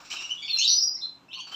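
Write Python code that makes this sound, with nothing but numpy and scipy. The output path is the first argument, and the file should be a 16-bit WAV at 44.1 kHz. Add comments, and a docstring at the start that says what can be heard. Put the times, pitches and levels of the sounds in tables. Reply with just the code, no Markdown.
"""Caged canaries whistle in a hard-walled bird room, over faint steady air noise and a low hum.
First wings and feet scuff in the cages, claws tick on the wires, and the birds give soft low calls.
From about half a second comes a loud tangle of high whistles and quick sweeps, each a gliding tone
of the syrinx with its own room tail. After a lull, soft rising calls and a last rustle end the scene."""
import sys
import numpy as np
from scipy import signal
from scipy.fft import rfft, irfft, next_fast_len
from scipy.io import wavfile
from scipy.ndimage import map_coordinates

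SR = 44100
rng = np.random.default_rng(int(sys.argv[2]) if len(sys.argv) > 2 else 0)


def bounce(signal):
    """Save signal as a 16-bit WAV file at the path given by the first command-line argument."""
    frames = np.transpose(np.atleast_2d(signal))
    limited = np.clip(frames, -1, 1)
    pcm = np.round(limited * 32767).astype(np.int16)
    wavfile.write(sys.argv[1], SR, pcm)


N = 68355

# The colour of the room's air noise. Each row: frequency in Hz, relative level in dB.
AIR_SPECTRUM = [(20, -37), (55, 1.5), (85, -7), (130, -6.5), (300, 5), (470, -8.5), (750, -0.5),
                (1100, -0.5), (1900, -12), (2600, -9), (4500, -17.5), (7500, -20), (9500, -23.5),
                (12000, -25), (15500, -42)]
# The low hum. Each row: frequency in Hz, level in dB.
HUM_TONES = [(128, -75.5), (178, -73.5)]
# The ring of the cage wires. Each row: frequency in Hz, relative level in dB, seconds to fall 60 dB.
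WIRE_MODES = [(2254, -3, 0.098), (2690, 3, 0.067), (3180, -6, 0.047), (3940, 1, 0.07), (5720, 2.5, 0.057),
              (6270, -12.5, 0.035), (6860, -1, 0.029), (7280, -8, .04)]
# The bright scuff of wings and feet. Each row: frequency in Hz, relative level in dB.
SCUFF_SPECTRUM = [(200, -26.5), (1000, -27), (1950, -27), (2400, 1), (3300, -10), (3900, -5), (4600, -7.5),
                  (5500, -1), (6600, -16), (7500, -9.5), (9400, -28), (11500, -32.5), (15500, -42)]
# The duller rattle of the cage body. Each row: frequency in Hz, relative level in dB.
CAGE_SPECTRUM = [(150, -38.5), (320, -12), (470, -15), (750, -8), (950, -6.5), (1250, -2), (1650, -7.5),
                 (2000, -15.5), (4000, -35)]
# Birds stirring. Each row: start in seconds, scuff level in dB, cage level in dB, seconds to fall 30 dB.
RUSTLE_CUES = [(0.0, -50.5, -50, 0.23), (.047, -49, -69, 0.3), (0.1, -37, -53, 0.35),
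               (0.134, -62, -48, 0.18), (.195, -49, -55.5, 0.58), (.555, -46, -55, .14),
               (1.057, -60, -55, 0.055), (1.467, -54, -56, 0.42), (1.517, -44.5, -45, 0.18)]
# The reverb of the hard walls. Each row: frequency in Hz, seconds to fall 60 dB.
ROOM_DECAY = [(300, 0.79), (3000, 0.32), (4200, 0.29), (5500, 0.3), (8000, 0.18), (14000, 0.26)]
# Whistled notes. Each row: start and length in seconds, start, middle and end pitch in Hz, level in dB,
# second and third harmonic in dB against the fundamental, swell up to the middle in dB,
# roughness (0 is a smooth glide), reverb send in dB.
WHISTLE_CUES = [ (0.112, 0.0333, 2854, 3120, 2840, -34.5, -13, -39, -1.5, 0.54, -7.5),
                (0.163, 0.067, 2681, 2880, 2692, -42, -5.5, -52, -6.5, .6, -2),
                (.222, 0.046, 2722, 2900, 2808, -30, -6.5, -41, 14, .2, -16.5),
                (0.291, 0.0435, 2706, 3004, 2937, -25, -13, -53, 16.5, 0.2, -9.5),
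                (0.373, 0.079, 3437, 3400, 3670, -38.5, -28.5, -42.5, 5, 0.44, -1.5),
                (0.416, 0.024, 2255, 2302, 2224, -45, 3, -12, 7, .3, -0.5),
                (0.453, 0.075, 5340, 5390, 5570, -49.5, -25, -39.5, 1, 1.1, 0),
                (0.492, .040, 3590, 3560, 3410, -31.5, -31, -46.5, -4.5, 0.42, -6),
                (0.478, 0.11, 4503, 4220, 4020, -21, -35.5, -33.5, 14.5, 0.08, -7.5),
                (0.569, 0.033, 2754, 2700, 2518, -29.5, 2.5, -42, 6, 0.42, -13.5),
                (.584, 0.025, 4064, 4275, 4274, -24.5, -34.5, -41.5, -8.5, 0.3, -2.5),
                (0.593, .052, 2521, 3110, 3192, -26, -23.5, -38, 0, 0.2, -5.5),
                (0.611, 0.028, 3516, 3570, 3610, -33.5, -12.5, -42, 4.5, 0, 2.5),
                (0.642, 0.016, 4027, 3830, 3790, -20, -29, -38.5, 5, 0.04, -2),
                (0.659, .088, 5156, 5857, 5920, -21.5, -30, -30, 4.5, .06, -4),
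                (0.674, 0.045, 4893, 4240, 4220, -21, -49, -36, -2, .2, -3),
                (0.731, 0.031, 4917, 4820, 4464, -28.5, -42, -37.5, 7.5, 0, 0.5),
                (0.767, 0.017, 5040, 5000, 4950, -19.5, -38.5, -38.5, 3.5, 0, 0.5),
                (0.787, .066, 5257, 5629, 5715, -20, -34.5, -45, 8, 0.2, -4),
                (0.819, 0.025, 5021, 4970, 4910, -18, -38, -38.5, 13, 0.12, -9.5),
                (.872, .028, 4967, 4970, 4934, -20.5, -38.5, -38, 1, .04, -9),
                (0.938, 0.03, 5657, 5500, 5140, -27, -40, -51.5, 4, 0.7, -9),
                (0.966, 0.05, 2005, 2160, 2073, -61.5, 10, -4.5, -2, 0.5, -14),
                (1.019, 0.046, 4092, 4085, 4114, -26.5, -54, -54.5, 3, 0.11, -9),
                (1.283, 0.031, 2660, 2620, 3010, -53, -14.5, -25, -3, .3, -5.5),
                (1.306, 0.043, 2850, 3950, 4424, -49, -32, -28.5, 3.5, 0.4, 4.5),
                (1.329, .032, 2532, 3000, 3170, -36, -13, -41, 4, 0.58, -7),
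                (1.352, 0.18, 4355, 4526, 4437, -47, -48, -38, -2, 0.2, -4.5),
                (1.379, .042, 2448, 3060, 3020, -34, -9.5, -21, 8.5, 0.79, -6.5),
                (1.357, 0.0525, 1073, 1060, 980, -45.5, -38, -43, 10.5, 0, -24),
                (1.515, 0.046, 3052, 3130, 2870, -33.5, -42, -22.5, 6, 0.1, 2)]
# Quick falling chips. Each row: start and length in seconds, start and end pitch in Hz, level in dB.
CHIP_CUES = [(0.15, 0.022, 4130, 3460, -44), (0.476, 0.011, 3653, 2222, -33.5),
             (0.585, 0.014, 7140, 5010, -29), (0.618, 0.037, 4720, 4385, -41),
             (0.681, 0.038, 4370, 3427, -36), (1.008, .018, 3940, 3420, -41.5)]
# The microphone's treble. Each row: frequency in Hz, gain in dB.
MIC_EQ = [(7500, 1), (8600, -6), (9500, -15.5), (10800, -6.5), (12000, -2), (13500, -3.5), (15000, 9.5)]

AIR_DB = -61.5
TICKS_PER_S, TICK_DB, TICK_SPREAD_DB = 350, -6, 3  # tick level is relative to the scuff
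RUSTLE_ATTACK_S, RATTLE_DB, RATTLE_PER_S = 0.003, 1.5, 58
DIRECT_DB, PREDELAY_S = -6, 0.004
NOTE_ATTACK_S, RELEASE_SHARE, FOURTH_HARMONIC_DB = 0.0023, 0.22, -43
WAVER_SHARE, WAVER_PER_S, FLUTTER_DB = 0.042, 420, 3.5
MIC_TOP_HZ = 15550


def amp(db):
    """Decibels as a gain."""
    return 10 ** (np.asarray(db) / 20)


def unit_rms(x):
    """x scaled to an rms of 1."""
    return x / np.sqrt(np.mean(x ** 2) + 1e-20)


def curve_at(points, hz):
    """Read a curve of (Hz, value) points along a log frequency axis."""
    point_hz, values = np.transpose(points)
    return np.interp(np.log(hz + 1), np.log(point_hz + 1), values)


def wobble(rate, size=N // 4):
    """A smooth random modulator with rate knots a second."""
    return map_coordinates(rng.standard_normal(N // 16), [np.arange(size) * rate / SR], mode="wrap")


def filtered(x, response):
    """Equalise x with a gain given as a function of frequency."""
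    size = next_fast_len(N + SR // 2)
    return irfft(rfft(x, size) * response(np.fft.rfftfreq(size, 1 / SR)), size)[:N]


def noise(spectrum):
    """Coloured noise of rms 1."""
    return unit_rms(filtered(rng.standard_normal(N), lambda hz: amp(curve_at(spectrum, hz))))


def add(out, start_s, x):
    """Mix x into out at start_s."""
    i = max(0, round(start_s * SR))
    out[i:i + len(x)] += x[:max(0, len(out) - i)]


def room_tone():
    """The bed: faint steady air noise and a low hum."""
    t = np.arange(N) / SR
    hum = sum(amp(db) * np.sqrt(2) * np.sin(2 * np.pi * (hz * t + rng.random())) for hz, db in HUM_TONES)
    return amp(AIR_DB) * noise(AIR_SPECTRUM) + hum


def wire_ticks():
    """Claws tick on the wires at random, and each tick sets them ringing."""
    t = np.arange(SR // 8) / SR
    ring = sum(amp(db - 60 * t / t60) * np.sin(2 * np.pi * hz * t) for hz, db, t60 in WIRE_MODES)
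    hits = rng.random(N) < TICKS_PER_S / SR
    strength = amp(TICK_SPREAD_DB * rng.uniform(-1, 1, N))
    return unit_rms(signal.fftconvolve(hits * strength, ring)[:N])


def cage_rustles():
    """Scuffs of wings and feet start sharply, rattle the cage and die away."""
    scuff_power, cage_power = np.zeros(N), np.zeros(N)
    for start_s, scuff_db, cage_db, decay_s in RUSTLE_CUES:
        t = np.maximum(np.arange(N) / SR - start_s, 0)
        envelope = amp(-30 * t / decay_s) * (1 - np.exp(-t / RUSTLE_ATTACK_S))
        scuff_power += (amp(scuff_db) * envelope) ** 2
        cage_power += (amp(cage_db) * envelope) ** 2
    rattle = amp(RATTLE_DB * wobble(RATTLE_PER_S, size=N))
    scuff = unit_rms(noise(SCUFF_SPECTRUM) + amp(TICK_DB) * wire_ticks())
    return rattle * (np.sqrt(scuff_power) * scuff + np.sqrt(cage_power) * noise(CAGE_SPECTRUM))


def in_room(call, send_db):
    """A call arrives direct, then off the hard walls as a noise tail of its own."""
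    hz, t, spectrum = signal.stft(rng.standard_normal(SR // 2), SR, nperseg=256)
    decay = amp(-60 * t / curve_at(ROOM_DECAY, hz)[:, None])
    tail = signal.istft(spectrum * decay, SR, nperseg=256)[1]
    impulse = np.pad(amp(send_db) * tail / np.linalg.norm(tail), (round(PREDELAY_S * SR), 0))
    impulse[0] = amp(DIRECT_DB)
    return signal.fftconvolve(call, impulse)


def whistle(length_s, glide_hz, second_db, third_db, swell_db, rough):
    """One note of the syrinx: a fluttering glide through three pitches that wavers when it is rough."""
    t = np.arange(int(length_s * SR)) / SR
    hz = np.interp(t, [0, length_s / 2, length_s], glide_hz)
    waver = 1 + rough * WAVER_SHARE * wobble(WAVER_PER_S)[:len(t)]
    phase = 2 * np.pi * np.cumsum(hz * waver) / SR
    ramp = np.minimum(t / NOTE_ATTACK_S, (length_s - t) / (RELEASE_SHARE * length_s))
    gate = np.sin(np.pi / 2 * np.clip(ramp, 0, 1)) ** 2
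    contour_db = np.interp(t, [0, length_s / 2], [-swell_db, 0])
    flutter_db = FLUTTER_DB * wobble(WAVER_PER_S)[:len(t)]
    harmonics_db = [0, second_db, third_db, FOURTH_HARMONIC_DB]
    tone = sum(amp(db) * np.sin(k * phase) * (k * hz < SR / 2) for k, db in enumerate(harmonics_db, 1))
    return np.sqrt(2) * tone * gate * amp(contour_db + flutter_db)


def canaries():
    """The lead: gliding whistles and straight falling chips from many cages."""
    out = np.zeros(N)
    for start_s, length_s, *glide_hz, db, second_db, third_db, swell_db, rough, send_db in WHISTLE_CUES:
        note = whistle(length_s, glide_hz, second_db, third_db, swell_db, rough)
        add(out, start_s, amp(db) * in_room(note, send_db))
    for start_s, length_s, start_hz, end_hz, db in CHIP_CUES:
        glide_hz = np.linspace(start_hz, end_hz, 3)
        chip = whistle(length_s, glide_hz, second_db=-29, third_db=-55.5, swell_db=-0.5, rough=0.35)
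        add(out, start_s, amp(db) * in_room(chip, send_db=2.5))
    return out


def scene():
    """The mono mix: birds in front, rustles and room tone behind."""
    return (canaries() + cage_rustles() + room_tone())[None]


def record(dry):
    """The microphone has a notch in the treble, a peak above it, and nothing past its band limit."""
    return filtered(dry[0], lambda hz: amp(curve_at(MIC_EQ, hz)) * (hz < MIC_TOP_HZ))[None]


dry = scene()
out = record(dry)
bounce(out)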